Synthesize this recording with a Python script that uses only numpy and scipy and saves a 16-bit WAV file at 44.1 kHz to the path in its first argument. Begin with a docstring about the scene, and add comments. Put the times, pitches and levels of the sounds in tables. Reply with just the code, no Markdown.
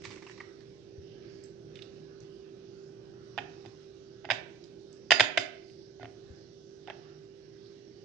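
"""A small hard-walled kitchen: a fan hums with one blade tone under a patchy hiss, made from shaped noise and a sine.
First floury fingers pat and rub a fish on a steel dish (noise scuffs through resonances), then a bangle pings
and small things tick (brief partials). From 3.4 s to 6.9 s a plate rocks and knocks on a stone counter, hardest
near 5.1 s (struck modes plus gritty chatter); a last tick follows. Soft low bumps (damped sines) come now and then.
A hand-held phone hears it through two ports; the left one is shaded and dull."""
import sys
import numpy as np
from scipy import signal
from scipy.fft import rfft, irfft, next_fast_len
from scipy.io import wavfile
from scipy.ndimage import uniform_filter1d

SR = 44100
rng = np.random.default_rng(int(sys.argv[2]) if len(sys.argv) > 2 else 0)


def dump(signal):
    """Clip the signal to [-1, 1] and save it as 16-bit WAV at the path in sys.argv[1]."""
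    limited = np.clip(np.atleast_2d(signal).T, -1, 1)
    pcm = np.round(limited * 32767).astype(np.int16)
    wavfile.write(sys.argv[1], SR, pcm)


N = 354651

# Fan rumble spectrum: f/Hz, relative level/dB
FAN_SPECTRUM = [(15, -57.5), (25, -41.5), (37, -27.5), (59, -21), (145, -15), (273, -13), (339, -6.5),
                (361, -11), (390, -12.5), (421, -11.5), (531, -16.5), (757, -27.5), (1000, -38),
                (1300, -65.5), (2200, -120)]
# Duct resonances that lift the rumble: f/Hz, width/Hz, lift/dB
DUCT_MODES = [(119.5, 14, 7), (152.1, 3.6, 12), (191.6, 5.2, 4), (353.2, 29, 2.5)]
# Fan rumble as the phone drifts over the counter: t/s, level/dB
FAN_LEVEL = [(0, -50), (.7, -53), (1.2, -50.5), (2.7, -50.5), (3.8, -52), (4.6, -52), (6.4, -52.5),
             (8.04, -52)]
BLADE_HZ = 392.5
BLADE_DB = 4  # peak of the blade tone over the rms of the rumble
FAN_LAG_S = .0003  # the fan reaches the left port later

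# Hiss spectrum: f/Hz, relative level/dB
HISS_SPECTRUM = [(410, -21.5), (700, -7.5), (962, -17.5), (1070, -13.5), (1160, -15), (1590, -7),
                 (2230, -12), (3160, -7), (3870, -3), (5720, -1.5), (8100, -27.5), (10500, -64),
                 (17800, -120)]
# Hiss below 1.6 kHz, up to 3.2 kHz and above: t/s, low level/dB, middle level/dB, high level/dB
HISS_LEVEL = [(0, -71, -68, -61), (.4, -65, -64.5, -59), (.67, -70.5, -66.5, -63), (.95, -72.5, -69.5, -65),
              (1.3, -68, -60.5, -61), (1.6, -71.5, -68, -65.5), (1.93, -65.5, -64.5, -62.5),
              (2.4, -69, -67, -64), (3.2, -65, -69, -64.5), (3.6, -64.5, -63.5, -60.5),
              (4.05, -71.5, -68, -63.5), (4.9, -70.5, -69, -63), (5.749, -74, -72.5, -63),
              (6.349, -70.5, -66, -61.5), (6.7, -74.5, -72, -62.5), (7.05, -63.5, -63, -63.5),
              (7.351, -73, -69, -65.5), (7.72, -69.5, -67.5, -61.5), (8.04, -74.5, -69, -64)]
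# Faint uneven hiss at the very top: f/Hz, relative level/dB
TOP_HISS_SPECTRUM = [(7500, -60), (8500, 0), (10500, -2), (13000, -8), (15000, -40)]
TOP_HISS_DB = -71

# Bands of the room tail: f/Hz, level/dB, time to fall 60 dB/s
ROOM_BANDS = [(262, -26.5, 0.604), (671.4, -37.5, 0.42), (1330, -32, 0.41), (2470, -36, 0.49),
              (4350, -30, 0.35), (6500, -19, 0.23)]
# Dull bumps: t/s, peak level/dB, f/Hz
BUMPS = [(0.075, -45, 118), (0.98, -42.5, 89), (2.224, -50, 140), (6.301, -44.5, 79.3)]

# Small ticks: t/s, peak level/dB, f/Hz
TICKS = [(1.755, -37, 3620), (1.770, -40, 3020), (1.7898, -38, 2960), (1.8208, -32, 3790),
         (2.2036, -44.5, 6040), (4.639, -41.5, 4970), (4.9277, -46.5, 6500), (5.6983, -49, 3036),
         (7.6591, -48, 4170)]
TICK_T60_S = .018
# A bangle touches its neighbour: t/s, peak level/dB
CLINKS = [(1.437, -32.5)]
# Modes of the bangle: f/Hz, relative level/dB, time to fall 60 dB/s
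BANGLE_MODES = [(5220, 0, .05), (6280, -2, .035), (7600, 0, .05), (10300, 8, .035), (11000, 12, .03)]

# Floury fingers sliding on the fish between the pats: t/s, level/dB
RUB_LEVEL = [(0, -74), (.04, -47.5), (.13, -51), (.2, -61), (.3, -55.5), (.36, -64), (.42, -65), (.47, -81),
             (.62, -77)]
# Fingers patting the fish: t/s, peak level/dB, dish note f/Hz, flour rustle level/dB, fade/ms
PATS = [(0.036, -36.5, 2180, 7, 25), (0.05, -28, 2040, -11, 5.6), (0.102, -36.5, 2010, -5, 13.4),
        (0.1145, -46, 1950, 7, 15), (0.169, -43, 1980, -17, 5.6), (0.22, -41.5, 1930, -11, 8.9),
        (0.2638, -39.5, 2540, -14, 7.2), (0.2953, -37.5, 1940, -14, 5.3), (0.374, -43, 1930, -11, 10),
        (0.4015, -30, 1920, -26, 5.6), (0.412, -42.5, 1890, 2, 5.9), (0.603, -46.5, 1860, -4.5, 12)]
PAT_RISE = .33  # share of the fade that a scuff takes to build

# Plate rim on stone: t/s, peak level/dB, brightness/(dB an octave), low body lift/dB, ring lift/dB,
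#   left minus right/dB, weight in the counter/dB, chatter fade/ms, body f/Hz, favoured note f/Hz
KNOCKS = [(3.3775, -21, -3.5, 0, -8, -10, -38, 0.96, 768, 1450),
          (3.384, -21.5, -3, 7.5, -6, -2, -16, 5.2, 794, 2500),
          (3.651, -41.5, -3, 19, -15, -9, -3, 2.6, 780, 2010),
          (3.660, -37, 3.5, 19, -4, -8, -2.5, 3, 755, 2500),
          (4.245, -37.5, -5.5, -1, -21, -11, -24, 2.1, 766, 1450),
          (4.251, -28, -4.5, 0, -2, -4.5, -14, 1.3, 730, 2930),
          (4.289, -31.5, -6, 2, -6, -11, -38, 2, 780, 1600),
          (4.3015, -11, -3.5, -7.5, -2, -1.5, -29.5, 4.5, 860, 1600),
          (4.3109, -9.5, -1.5, -10.5, -5.5, 1, -30, 3.6, 760, 2740),
          (4.3175, -17, -2, 4.5, -7, -3.5, -20, 3.5, 750, 1880),
          (5.1065, -1.5, .5, -6, 5, 3, -38, 6, 690, 3000), (5.1172, -1, .5, -4, 3, -1, -37, 4, 670, 2200),
          (5.122, -8, 0, -5, 3, -1, -36, 5, 670, 1850), (5.1970, -2.5, .5, -6, 1, 4, -32, 5, 720, 1850),
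          (5.2052, -1.5, 0, -6, -1, -1, -32, 4.5, 670, 1600),
          (5.374, -10.5, 1, -1, -2, -1, -40, 3.7, 667, 2520),
          (5.3773, -7.5, 2.5, -2.5, -3.5, 7, -28, 5, 657, 2100),
          (5.996, -41, -7, 7, -5, -5.5, -2, 2.5, 736, 1610),
          (6.004, -43.5, -14.5, 4.5, -1, -9, -11, 2.5, 750, 1600),
          (6.03, -30.5, -1, 15, -5.5, -3, -7, 2, 717, 1830),
          (6.045, -35.5, -4, 7, -11, -11.5, -29, 3.3, 736, 1600),
          (6.0547, -34.5, -3, 6, -14.5, 0.5, -13, 2.4, 720, 2140),
          (6.8742, -33, -2, 4.5, -3.5, -7, -32, 1.3, 736, 3000),
          (6.880, -32.5, -9, 10.5, -15.5, -4, -33, 10, 746, 1600),
          (6.9, -29.5, -0.5, 5, -17, -4, -24, 1.4, 735, 2500),
          (6.9035, -31, -6, 10, -11.5, -3, -20, 6.6, 750, 1620)]
# Modes of the plate before each blow reshapes them: f/Hz, relative level/dB, time to fall 60 dB/s
PLATE_MODES = [(422, -1.5, 0.016), (640, 1, .025), (670, 3.5, 0.035), (720, -2.5, 0.038),
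               (766, -3.5, 0.027), (810, -2, .035), (957, 3, 0.014), (1060, 0, .015), (1450, -6, 0.04),
               (1600, 1, 0.022), (1834, 0.5, .028), (1990, -1.5, 0.01), (2058, -5.5, 0.07),
               (2200, -3, .035), (2330, -8, 0.05), (2483, -8, 0.07), (2585, -7, 0.05), (2730, -4, .03),
               (2997, 1, 0.029), (3110, -6, .05), (3230, -9, 0.05), (4258, -8, 0.017), (4970, -3, .03),
               (3565, -3, .06), (3625, -3, .06), (4700, -4, .045), (4910, -5, .07), (4990, -6, .05),
               (6264, -20, .08), (6672, -13, .05), (7500, -23, .04), (10380, -11, 0.06), (10300, 0, .012),
               (10900, 2, .01), (11300, 2, .01), (12660, 4, 0.009)]
# Modes of the stone counter: f/Hz, relative level/dB, time to fall 60 dB/s
COUNTER_MODES = [(114, -1.5, 0.11), (272, -1, 0.1), (356, 8.5, 0.05)]
# The rim chatters on grit and flour for a few ms: f/Hz, relative level/dB
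CHATTER_SPECTRUM = [(250, -41.5), (500, -14.5), (900, -9), (1250, -21), (1600, -0.5), (2800, -1.5),
                    (3600, -2.5), (4200, -10.5), (5000, -15), (5600, -15.5), (8000, -25), (12000, -39)]
CHATTER_DB = 8  # gain of the chatter when mixed with the modes
SOFT_BODY = 0.52  # the softer the blow, the more its body gathers at the body pitch (dB per dB)
BODY_FOCUS_DB = -2  # further level of the low modes away from the body pitch
NOTE_DB, NOTE_SPREAD = 5, 0.05  # lift of modes around the favoured note; its width as a share of the pitch
RING_DOUBLES_DB = 16  # so much more ring doubles the decay time of the upper modes

# The plate lies towards the left port: f/Hz, left gain/dB
PLATE_LEFT = [(300, 11.5), (1000, 7), (2200, 5.5), (4000, -2), (8000, -6)]
# Shading of the left port against the right: f/Hz, gain/dB
LEFT_PORT = [(50, 3.5), (150, -2.5), (350, -7.5), (900, -7.5), (1600, -9), (2600, -11.5), (4500, -19),
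             (8000, -12)]
TOP_HZ = 8300  # upper limit of the phone


def undb(db):
    """Turns decibels into an amplitude factor."""
    return 10 ** (np.asarray(db) / 20)


def unit(x):
    """Scales to an rms of 1 over all channels together."""
    return x / np.sqrt(np.mean(x ** 2))


def seconds(count):
    """Time axis of so many samples."""
    return np.arange(count) / SR


def colour(x, table):
    """Shapes the spectrum along (Hz, dB) points, straight over log frequency."""
    hz, db = np.transpose(table)
    size = next_fast_len(N)
    f = np.maximum(np.fft.rfftfreq(size, 1 / SR), 1)
    gain = undb(np.interp(np.log(f), np.log(hz), db))
    return irfft(rfft(x, size) * gain, size)[..., :N]


def band(x, hz, width):
    """Two-pole resonance with a gain of 1 at its peak."""
    return signal.lfilter(*signal.iirpeak(hz, hz / width, SR), x)


def walk(rate):
    """Random levels held 1 / rate s and slewed twice; spread near 1."""
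    k = int(SR / rate)
    steps = np.repeat(rng.standard_normal(N // k + 1), k)
    return 1.3 * uniform_filter1d(uniform_filter1d(steps, k), k)[:N]


def build(t, rise):
    """Straight onset from 0 to 1."""
    return (t / rise).clip(0, 1)


def ring(hz, gain, t60, phase, rise):
    """Decaying modes set off together by a contact that takes a moment to build."""
    t = seconds(SR // 6)
    decay = np.exp(-np.log(1000) * t / np.maximum(t60, .003)[:, None])
    modes = np.sin(2 * np.pi * hz[:, None] * t + phase[..., None]) * decay
    return np.sum(gain[..., None] * modes, axis=-2) * build(t, rise) ** 2


def add(out, sound, s, db):
    """Mixes a sound in at a time, with db as the peak of its two-port mean."""
    i = int(s * SR)
    sound = sound[:, :N - i]
    out[:, i:i + sound.shape[1]] += sound * undb(db) / np.max(np.abs(sound.mean(axis=0)))


def fan():
    """Broad rumble partly shared by the ports, lifted by wavering duct resonances, with a wandering blade tone."""
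    fan_db = np.interp(seconds(N), *np.transpose(FAN_LEVEL))
    noise = rng.standard_normal((3, N))
    shared = np.array([np.roll(noise[0], int(FAN_LAG_S * SR)), noise[0]])
    rush = colour(shared + 0.6 * noise[1:], FAN_SPECTRUM)
    rush = rush + sum(undb(db + 2 * walk(5)) * band(rush, hz, width) for hz, width, db in DUCT_MODES)
    phase = 2 * np.pi * np.cumsum(BLADE_HZ + 1.509 * walk(4.2)) / SR
    port_phase = np.array([[-2 * np.pi * BLADE_HZ * FAN_LAG_S], [0]])
    blade = undb(fan_db + BLADE_DB + walk(12.0)) * np.sin(phase + port_phase)
    return unit(rush) * undb(fan_db + 0.93 * walk(4.4)) + blade


def hiss():
    """Patchy noise unrelated left and right, in narrow bands that each flicker on their own."""
    s, *columns = np.transpose(HISS_LEVEL)
    low_db, middle_db, high_db = (np.interp(seconds(N), s, c) for c in columns)
    white = colour(rng.standard_normal((2, N)), HISS_SPECTRUM)
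    centres = 800 * 2 ** (np.arange(34) / 10)  # ten bands an octave
    # a different time shift for each band keeps neighbours unrelated
    bands = [undb(3.5 * walk(14)) * band(np.roll(white, int(3 * hz), axis=1), hz, hz / 14) for hz in centres]
    low = unit(sum(bands[:10])) * undb(low_db)
    middle = unit(sum(bands[10:20])) * undb(middle_db)
    high = unit(sum(bands[20:])) * undb(high_db)
    top = unit(colour(rng.standard_normal((2, N)), TOP_HISS_SPECTRUM))
    return low + middle + high + top * undb(TOP_HISS_DB + 3 * walk(15))


def room(x):
    """Hard walls answer with a dense tail, different at each port, shortest in the treble."""
    t = seconds(int(.8 * SR))
    tail = 0
    for hz, db, t60 in ROOM_BANDS:
        noise = band(rng.standard_normal((2, len(t))), hz, 0.33 * hz)
        # wider bands pass more noise, so even that out
        tail = tail + undb(db) * noise / np.sqrt(hz / 1000) * np.exp(-np.log(1000) * t / t60)
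    tail = tail * build(t, 0.02182)
    return signal.fftconvolve(x.mean(axis=0)[None], tail, axes=1)[:, :N]


def bumps():
    """Soft low pushes, heavily damped sines of a few cycles, fed stronger to the left."""
    out, t = np.zeros((2, N)), seconds(SR // 8)
    for s, peak_db, hz in BUMPS:
        push = np.sin(2 * np.pi * hz * t) * t * np.exp(-t / 0.0088)
        add(out, push * undb([[2.5], [-2.5]]), s, peak_db)
    return out


def ticks():
    """Tiny hard contacts: a rough click and a few brief partials."""
    out, t = np.zeros((2, N)), seconds(SR // 6)
    for s, peak_db, hz in TICKS:
        partials = hz * np.array([.7, 1, 1.2, 1.46])
        gain = undb([-8, 0, -6, -14] + 3 * rng.standard_normal(4))
        notes = ring(partials, gain, TICK_T60_S * np.ones(4), np.zeros((2, 4)), .0005)
        click = rng.standard_normal(len(t))
        for _ in range(2):
            click = band(click, .9 * hz, 0.5 * hz)
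        click = click * build(t, 0.001) * np.exp(-t / 0.006)
        add(out, 0.45 * notes + click, s, peak_db)
    return out


def bangle():
    """Thin metal rings ping briefly in a few high modes."""
    out, (hz, db, t60) = np.zeros((2, N)), np.transpose(BANGLE_MODES)
    for s, peak_db in CLINKS:
        add(out, ring(hz, undb(db), t60, np.zeros((2, len(hz))), .001), s, peak_db)
    return out


def rub():
    """Flour grains catch unevenly under sliding fingers: flickering noise through broad resonances."""
    s, db = np.transpose(RUB_LEVEL)
    grains = rng.standard_normal((2, N)) * undb(5.4 * walk(250) + 3.4 * walk(37))
    body = band(band(grains, 2200, 1800), 2200, 1800)
    treble = band(band(grains, 5000, 3000), 5000, 3000)
    level_db = np.interp(seconds(N), s, db, right=-200)  # silent after the last point
    return unit(body + 0.33 * treble) * undb(level_db)


def pats():
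    """A short floury scuff that also stirs the damped steel dish."""
    out, t = np.zeros((2, N)), seconds(SR // 8)
    for s, peak_db, note_hz, rustle_db, fade_ms in PATS:
        fade = fade_ms / 1000
        noise = rng.standard_normal((3, len(t))) * build(t, PAT_RISE * fade) * np.exp(-t / fade)
        # flour grains catch unevenly: a new level every 60 samples
        grain_db = 4 * np.repeat(rng.standard_normal(len(t) // 60 + 1), 60)[:len(t)]
        scuff = (noise[0] + .5 * noise[1:]) * undb(grain_db)
        note = band(band(scuff, note_hz, 540), note_hz, 540)
        dish = note + 0.62 * band(band(scuff, 1060, 600), 1060, 540)
        rustle = scuff
        for _ in range(3):
            rustle = band(rustle, 4000, 3300)
        add(out, dish + undb(rustle_db) * rustle, s, peak_db)
    return out


def counter_thuds():
    """The heavy slab is slow to start moving and answers each knock with a few low modes."""
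    out, (hz, db, t60) = np.zeros((2, N)), np.transpose(COUNTER_MODES)
    thud = undb([[1.5], [-1.5]]) * ring(hz, undb(db), t60, 0 * hz, .016)
    for s, peak_db, _, _, _, _, weight_db, *_ in KNOCKS:
        add(out, thud, s, peak_db + weight_db)
    return out


def plate_knocks():
    """Each blow lands elsewhere on the rim, so the modes get new strengths; the ports see them from two angles."""
    out, t = np.zeros((2, N)), seconds(SR // 6)
    hz, db, t60 = np.transpose(PLATE_MODES)
    grit = unit(colour(rng.standard_normal((3, N)), CHATTER_SPECTRUM))
    grit = grit[0] + .7 * grit[1:]
    for s, peak_db, bright_db, body_db, ring_db, pan_db, _, fade_ms, body_hz, note_hz in KNOCKS:
        strength, detune, turn, angle = rng.standard_normal((4, len(hz)))
        rise = .0003 * 2 ** (-bright_db / 2.5)  # a dull blow is a slower push
        onset = build(t, rise) ** 2

        # the low modes carry the body, the high ones the ring
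        mode_db = db + 2.5 * strength + bright_db * np.log2(hz / 2000)
        mode_db = mode_db + body_db * (hz < 900) + ring_db * (hz > 3400)
        away = (hz < 1300) * build(abs(hz / body_hz - 1), .1)
        mode_db = mode_db + (SOFT_BODY * peak_db + BODY_FOCUS_DB) * away
        mode_db = mode_db + NOTE_DB * np.exp(-((hz / note_hz - 1) / NOTE_SPREAD) ** 2)
        decay = t60 * 2 ** (ring_db * (hz > 900) / RING_DOUBLES_DB)
        phase = 0.98 * turn + angle * np.array([[0], [.9]]) * hz / 2000
        body = ring(hz * (1 + 0.007 * detune), undb(mode_db), decay, phase, rise)

        # a dull blow also dulls the grit under the rim
        cutoff_hz = 7000 * 2 ** np.clip(bright_db / 3.5, -2, 1)
        fine = grit[:, int(s * SR):][:, :len(t)]
        dull = signal.lfilter(*signal.butter(2, cutoff_hz, fs=SR), fine)
        dull = dull + 0.86 * band(dull, note_hz, 2 * NOTE_SPREAD * note_hz)
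        chatter = undb(CHATTER_DB) * dull * onset * np.exp(-t / (fade_ms / 1000))
        add(out, (body + chatter) * undb([[pan_db / 2], [-pan_db / 2]]), s, peak_db)
    return signal.sosfilt(signal.butter(4, 330, "high", fs=SR, output="sos"), out)


def scene():
    """Sums the direct sounds, the room's answer to them, and the low bumps, thuds and air left dry."""
    plate = plate_knocks()
    fingers = pats() + rub()
    small = ticks() + bangle()
    plate_direct = np.array([colour(plate[0], PLATE_LEFT), plate[1]])
    direct = plate_direct + fingers * undb([[4.0], [0]]) + small
    echoes = room(plate + fingers + 0.95 * small)
    return direct + echoes + counter_thuds() + bumps() + fan() + hiss()


def record(dry):
    """The left port is shaded; the phone rounds the loudest peaks and cuts the top."""
    ports = np.tanh(np.array([colour(dry[0], LEFT_PORT), dry[1]]))
    return signal.sosfilt(signal.ellip(7, .2, 32, TOP_HZ, fs=SR, output="sos"), ports)


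dry = scene()
out = record(dry)
dump(out)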